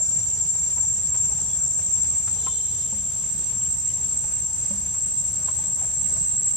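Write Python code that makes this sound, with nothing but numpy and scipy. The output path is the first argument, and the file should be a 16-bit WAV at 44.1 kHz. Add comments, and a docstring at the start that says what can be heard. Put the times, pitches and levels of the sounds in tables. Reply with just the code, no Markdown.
"""Four cicadas drone in a forest, loudest at the fifth harmonic of click rates near 1.5 kHz. Three warble
about 13 times a second, a fainter fourth at 19 as it swells; pitches climb and dense echoes smear the song.
Filtered noise makes the rumble, leafy hiss and soft rustling below; noise through a resonance makes a faint hum.
Gliding sines make thin insect chips and faint chirps; noise bursts set wood knocking and clicks set off low
thuds. One distant toot is a stack of harmonics."""
import sys
import numpy as np
from scipy import signal
from scipy.fft import rfft, irfft, next_fast_len
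from scipy.io import wavfile

SR = 44100
rng = np.random.default_rng(int(sys.argv[2]) if len(sys.argv) > 2 else 0)


def dump_mix(stems):
    """Bounce the given channels to the path in sys.argv[1] as a 16-bit WAV at rate SR."""
    frames = np.atleast_2d(stems).T  # one column per channel
    limited = np.clip(frames, -1, 1)  # hard clip at full scale
    pcm = np.round(limited * 32767).astype(np.int16)
    wavfile.write(sys.argv[1], SR, pcm)


N = 289296  # length in samples

# Harmonics each cicada body radiates, relative levels: harmonic_number, level_db
NEAR_BODY = [(4, -19), (5, -1), (6, -32), (7, -45), (8, -50)]
LOWER_BODY = [(4, -27), (5, -1), (6, -32), (7, -54), (8, -35)]
FAR_BODY = [(4, -25), (5, 6), (6, -44), (7, -41)]
# Click rates of the near, lower, upper and swelling cicada: first_hz, climb_hz_per_s, slowing_hz_per_s2
CLICK_RATES = [(1485.5, 7.3, 0.19), (1427, 4.7, 0), (1516, 1.8, 0), (1497, 0.4, 0)]
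# Loudness of two cicadas over time: time_s, level_db
NEAR_LEVEL = [(0, -23), (1.5, -23.5), (2, -22), (3, -25.5), (6.56, -24.5)]
UPPER_LEVEL = [(0, -32.5), (1, -33.5), (2, -31.5), (3, -36), (6, -36), (6.56, -26)]
LOWER_DB = -33
# The fourth cicada rises steadily, passing this level at this time
SWELL_TIME_S, SWELL_DB, SWELL_RISE_DB_PER_S = 2.23, -52.5, 5.0
LEAN_DB = 1.5  # cicadas, left minus right

# Relative noise colours of rumble, hiss and rustling: frequency_hz, density_db_per_hz
RUMBLE_COLOUR = [(12, -51), (20, -20), (46, -6), (69, 2.5), (128, -2), (186, -6), (259, -18.5),
                 (445, -21.5), (550, -24), (633, -19.5), (729, -26.5), (922, -22.5), (1340, -28.5),
                 (3960, -29), (5500, -25.5), (7150, -67), (12100, -120)]
HISS_COLOUR = [(4500, -30), (5600, -2), (6600, -1.5), (7900, -2), (8400, -15.5), (9000, 0.5), (10000, -4.5),
               (12000, -5), (13200, -9), (14300, -26)]
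RUSTLE_COLOUR = [(180, -14), (300, -9.5), (600, 5.5), (1000, -4.5), (1600, -2), (2600, -28), (6000, -60)]
RUMBLE_DB, HISS_DB = -41, -51.5
# Stereo width of the noise: frequency_hz, side_minus_mid_db
NOISE_WIDTH = [(60, -16.5), (110, -15), (200, -8.5), (370, -7), (670, -8.5), (1230, -13), (2250, -11),
               (4120, -6), (7530, -0.5), (13800, 6.5)]
# Loudness of the rustling over time: time_s, level_db
RUSTLE_LEVEL = [(0, -54.5), (.3, -59.5), (1.2, -62), (1.7, -56.5), (2.6, -65), (3.8, -66), (4.3, -59),
                (5.1, -70), (5.55, -58), (6.2, -61), (6.56, -73)]

HUM_HZ, HUM_DB = 886, -65.5

# Falling insect chips, levels before echoes: time_s, level_db
CHIPS = [(0.0594, -38), (0.1894, -40), (0.6744, -46), (0.9707, -41), (1.0685, -44), (1.3119, -43),
         (1.5494, -39), (1.799, -44), (2.6155, -43), (2.819, -40), (3.3408, -45), (3.5617, -41),
         (3.7843, -44), (4.7366, -44), (5.2829, -41), (5.661, -42), (6.1861, -43)]
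# Faint far chirps, levels before echoes: start_s, length_s, first_hz, last_hz, level_db
CHIRPS = [(1.485, .03, 3400, 3380, -53), (1.52, 0.028, 3380, 3480, -47.5), (3.61, 0.011, 3260, 2880, -44),
          (3.645, 0.028, 2960, 3160, -48), (3.897, 0.0089, 3200, 2900, -45)]

# Wooden knocks, last two relative to level_db: start_s, level_db, pitch_hz, crack_db, lowest_ring_db
KNOCKS = [(0.549, -42, 804, -6, -10), (0.764, -42.5, 960, -6, -16), (0.778, -41, 912, 2, -2),
          (0.829, -47, 880, 1, -13), (1.141, -41, 1046, 2, -11), (1.154, -45.5, 794, -6, -17),
          (1.293, -52, 1110, 1, 9), (1.318, -41, 814, -20, -14), (1.384, -47, 834, -5, -13),
          (1.788, -49.5, 870, 8, 3), (2.274, -38.5, 1357, 3.5, -22), (2.359, -46, 814, -11, -6),
          (2.438, -49, 723, -6, 5), (2.465, -27.5, 1047, -11, -20), (2.924, -43, 920, -11, -1),
          (3.232, -50, 1080, 7, -5), (4.239, -47, 877, 6, -5), (4.706, -40, 990, -22, 3),
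          (4.941, -49.5, 1090, 8, -1), (5.48, -36, 1050, 3, -9), (5.587, -42, 873, -13, -15),
          (5.786, -48, 1040, 5, -9), (5.812, -38.5, 784, -3, -15), (5.832, -40, 700, -2, -22),
          (5.841, -42, 710, 0, -20), (6.159, -49.5, 1110, 9.5, 7)]
# Upper rings of the wood, relative to the knock: pitch_multiple, level_db, t60_s
WOOD_RINGS = [(1.002, 0.5, 0.076), (1.25, -8.5, 0.046), (2.05, -29, 0.035)]
# Lowest, hollow ring of the wood: pitch_multiple, t60_s
HOLLOW_RING = (0.584, 0.11)
CONTACT_RISE_S, BLOW_T60_S, CRACK_T60_S = 0.0035, 0.025, 0.077
# Low thuds: start_s, level_db, pitch_hz, t60_s
THUDS = [(1.419, -43, 202.7, 0.44), (2.923, -37, 207.6, 0.43), (4.705, -32, 199.8, 0.43)]

TOOT_S, TOOT_ATTACK_S, TOOT_HOLD_S = 2.35, 0.04, 0.17
TOOT_DB, TOOT_ROOT_DB, TOOT_FADE_DB_PER_S = -52, -4, 24  # root: its fundamental, relative
TOOT_HZ, TOOT_TAIL_HZ = 443, 446.5
# Its resonance: centre at first, centre in the tail, width
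TOOT_LOUDEST_HZ, TOOT_TAIL_LOUDEST_HZ, TOOT_WIDTH_HZ = 3680, 3400, 480

CUTOFF_HZ = 14400


def from_db(db):
    """Turn decibels into an amplitude factor."""
    return 10 ** (np.asarray(db) / 20)


def rms_one(x):
    """Scale a signal to an RMS of 1."""
    return x / np.sqrt(np.mean(x ** 2) + 1e-20)


def level_over_time(rows):
    """Draw straight lines in dB between (time_s, level_db) points."""
    time_s, level_db = np.transpose(rows)
    return np.interp(np.arange(N) / SR, time_s, level_db)


def at_hz(points, hz):
    """Read a dB curve along a logarithmic frequency axis."""
    points = np.array(points)
    return np.interp(np.log(hz + 1), np.log(points[:, 0] + 1), points[:, 1])


def drift(rate_hz):
    """Slow random wander of RMS 1: noise through two equal low-pass poles, one value per 40 samples."""
    step = 40
    pole = np.exp(-2 * np.pi * rate_hz * step / SR)
    noise = rng.standard_normal(N // step + 2002)
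    slow = signal.lfilter([1], [1, -2 * pole, pole ** 2], noise)[2000:]  # skip the filter's start-up
    return np.interp(np.arange(N) / step, np.arange(len(slow)), rms_one(slow))


def ring(excitation, hz, t60):
    """Two-pole resonance: a unit click starts a sine of height 1 that falls 60 dB in t60 seconds."""
    radius = from_db(-60 / (t60 * SR))
    angle = 2 * np.pi * hz / SR
    feedback = [1, -2 * radius * np.cos(angle), radius ** 2]
    return signal.lfilter([0, np.sin(angle)], feedback, excitation + 1e-18)


def harmonics(hz, body):
    """Sum sines at whole multiples of a moving pitch."""
    phase = 2 * np.pi * np.cumsum(hz) / SR
    return sum(from_db(db) * np.sin(round(number) * phase) for number, db in body)


def forest(x, direct_db, t60, alike, lag_s):
    """Direct sound plus dense decaying echoes, partly shared by both sides; expected power is kept."""
    t = np.arange(SR) / SR
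    shared, left, right = rng.standard_normal((3, SR))
    alike = np.clip(alike, 0, 1)
    echoes = np.sqrt(alike) * shared + np.sqrt(1 - alike) * np.array([left, right])
    echoes *= from_db(-60 * t / t60)
    echoes /= np.sqrt(np.sum(echoes ** 2, axis=1, keepdims=True))
    echoes[:, 0] = from_db(direct_db)
    size = next_fast_len(len(x) + SR)
    hz = np.fft.rfftfreq(size, 1 / SR)
    # A positive lag delays left by half and advances right by half
    lag = np.exp(-1j * np.pi * hz * lag_s * np.array([[1], [-1]]))
    out = irfft(rfft(x, size) * rfft(echoes, size) * lag, size)
    return out[:, len(x) - N:len(x)] / np.sqrt(1 + from_db(2 * direct_db))


def cicada(hz, db, body, warble_hz, start, depth, skew, unsteady, **place):
    """Body harmonics of a click rate that warbles to and fro and wanders slightly."""
    warble_rate = warble_hz * (1 + unsteady * drift(1.456))
    phase = 2 * np.pi * (start + np.cumsum(warble_rate) / SR)
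    warble = np.sin(phase) + skew * np.sin(2 * phase)
    hz = hz * (1 + depth * warble + 0.000308 * drift(6.8))
    # Six earlier warbles fill the forest with echoes before the scene opens
    earlier = round(6 * SR / warble_hz)
    tone = rms_one(harmonics(np.r_[hz[:earlier], hz], body))
    return from_db(db) * forest(tone, **place)


def chorus():
    """Four cicadas with their own echo blends, leaning left; all climb in pitch and the fourth swells."""
    t = np.arange(N) / SR
    near_hz, lower_hz, upper_hz, swelling_hz = [
        first + climb * t - slowing * t ** 2 for first, climb, slowing in CLICK_RATES]
    swelling_db = SWELL_DB + SWELL_RISE_DB_PER_S * (t - SWELL_TIME_S)
    near = cicada(near_hz, level_over_time(NEAR_LEVEL), NEAR_BODY,
                  warble_hz=12.7, start=0.284, depth=0.0064, skew=0.17, unsteady=0.021,
                  direct_db=-6.0, t60=1.0, alike=0.067, lag_s=1.2e-5)
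    lower = cicada(lower_hz, LOWER_DB, LOWER_BODY,
                   warble_hz=12.6, start=0.282, depth=0.0075, skew=0.34, unsteady=0.0343,
                   direct_db=-8.5, t60=1.0, alike=0.078, lag_s=-2.4e-5)
    upper = cicada(upper_hz, level_over_time(UPPER_LEVEL), FAR_BODY,
                   warble_hz=12.2, start=0.591, depth=0.0053, skew=0.031, unsteady=0.033,
                   direct_db=-5.5, t60=1.0, alike=0.035, lag_s=0)
    swelling = cicada(swelling_hz, swelling_db, FAR_BODY,
                      warble_hz=19.0, start=0.1, depth=0.0067, skew=0.11, unsteady=0.0264,
                      direct_db=-36, t60=0.44, alike=0.043, lag_s=0)
    lean = from_db(LEAN_DB / 2 * np.array([[1], [-1]]))
    return (near + lower + upper + swelling) * lean


def air(colour, patchy_db):
    """Coloured stereo noise whose half-octave bands swell and sink, partly together."""
    hz = np.fft.rfftfreq(N, 1 / SR)
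    mid, side = rfft(rng.standard_normal((2, N))) * from_db(at_hz(colour, hz))
    side = side * from_db(at_hz(NOISE_WIDTH, hz))
    pair = np.array([mid + side, mid - side])
    band_place = 2 * np.log2((hz + 1) / 20)
    together = drift(6)
    out = 0
    for band in range(20):
        share = np.clip(1 - abs(band_place - band), 0, 1)  # neighbours crossfade
        swell_db = patchy_db * (0.71 * together + drift(11.5))
        out = out + irfft(pair * share, N) * from_db(swell_db)
    return out / np.sqrt(np.mean(out.mean(axis=0) ** 2))


def rumble():
    """Far, low-weighted noise, leaning slightly left."""
    return from_db(RUMBLE_DB) * air(RUMBLE_COLOUR, patchy_db=1.62) * from_db([[0.4], [-0.4]])


def hiss():
    """Leafy treble noise with gently shifting bands."""
    return from_db(HISS_DB) * air(HISS_COLOUR, patchy_db=0.65)


def rustling():
    """Soft midrange noise that rises and falls along a drawn level."""
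    return from_db(level_over_time(RUSTLE_LEVEL)) * air(RUSTLE_COLOUR, patchy_db=1.8)


def hum():
    """Noise through one narrow resonance, coming and going."""
    swell_db = 3.5 * drift(8.0)
    return from_db(HUM_DB + swell_db) * rms_one(ring(rng.standard_normal(N), HUM_HZ, t60=0.23))


def sweeps(rows):
    """Short gliding sines with soft ends."""
    out = np.zeros(N)
    for start_s, length_s, first_hz, last_hz, db in rows:
        at, size = round(start_s * SR), round(length_s * SR)
        hz = np.linspace(first_hz, last_hz, size)
        glide = np.sin(2 * np.pi * np.cumsum(hz) / SR)
        out[at:at + size] += from_db(db) * np.hanning(size) * glide
    return out


def chips_and_chirps():
    """Identical falling chips and individually gliding far chirps, all with echoes."""
    # Each chip starts 3 ms ahead of its listed time
    calls = [(time_s - 0.003, 0.011, 6100, 4800, db) for time_s, db in CHIPS]
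    calls += list(CHIRPS)
    return forest(sweeps(calls), direct_db=0, t60=0.13, alike=0.6, lag_s=0)


def knock(db, hz, crack_db, hollow_db, noise):
    """A short noise blow rings the wood's modes, with a broad noise crack on top."""
    t = np.arange(len(noise)) / SR
    noise = noise * np.minimum(t / CONTACT_RISE_S, 1)
    blow = noise * from_db(-60 * t / BLOW_T60_S)
    crack_band = signal.butter(2, [0.45 * hz, 2.1 * hz], "band", fs=SR, output="sos")
    crack = signal.sosfilt(crack_band, noise * from_db(-60 * t / CRACK_T60_S))
    parts = [(ring(blow, multiple * hz, t60), ring_db) for multiple, ring_db, t60 in WOOD_RINGS]
    hollow_multiple, hollow_t60 = HOLLOW_RING
    parts.append((ring(blow, hollow_multiple * hz, hollow_t60), hollow_db))
    parts.append((crack, crack_db))
    return sum(from_db(db + part_db) * part / abs(part).max() for part, part_db in parts)


def knocks():
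    """Place every wooden knock, each struck by its own noise."""
    size = 6000  # samples per knock
    out = np.zeros(N + size)
    for start_s, db, hz, crack_db, hollow_db in KNOCKS:
        at = round(start_s * SR)
        out[at:at + size] += knock(db, hz, crack_db, hollow_db, rng.standard_normal(size))
    return out[:N]


def thuds():
    """Single clicks set low resonances ringing longer than the knocks."""
    out = np.zeros(N)
    for start_s, db, hz, t60 in THUDS:
        click = np.zeros(N)
        click[round(start_s * SR)] = from_db(db)
        out += ring(click, hz, t60)
    return out


def toot():
    """A far buzzy tone holds, steps up and fades; its fundamental and harmonics near a resonance carry."""
    t = np.arange(N) / SR - TOOT_S
    after = t - TOOT_ATTACK_S - TOOT_HOLD_S
    attack = np.clip(t / TOOT_ATTACK_S, 0, 1) ** 2
    level = attack * from_db(TOOT_DB - TOOT_FADE_DB_PER_S * np.maximum(after, 0))
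    tail = np.clip(after / TOOT_ATTACK_S, 0, 1)
    hz = TOOT_HZ + (TOOT_TAIL_HZ - TOOT_HZ) * tail
    hz = hz * (1 + 0.004 * drift(30))
    loudest_hz = TOOT_LOUDEST_HZ + (TOOT_TAIL_LOUDEST_HZ - TOOT_LOUDEST_HZ) * tail
    body = [(1, TOOT_ROOT_DB)]
    for number in range(6, 11):
        resonance_db = -5 * ((number * hz - loudest_hz) / TOOT_WIDTH_HZ) ** 2
        body.append((number, resonance_db + 4.5 * drift(45)))
    return forest(level * harmonics(hz, body), direct_db=-1, t60=0.4, alike=0.7, lag_s=0)


def scene():
    """Layer the cicadas, the noise bed and the small sounds."""
    bed = rumble() + hiss() + rustling() + hum()
    return chorus() + bed + chips_and_chirps() + knocks() + thuds() + toot()


def record(dry):
    """The microphone drops the deepest bass; a steep low-pass cuts the top."""
    bass_cut = signal.butter(2, 32, "high", fs=SR, output="sos")
    top_cut = signal.ellip(10, 0.5, 70, CUTOFF_HZ, fs=SR, output="sos")
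    return signal.sosfilt(top_cut, signal.sosfilt(bass_cut, dry))


dry = scene()
out = record(dry)
dump_mix(out)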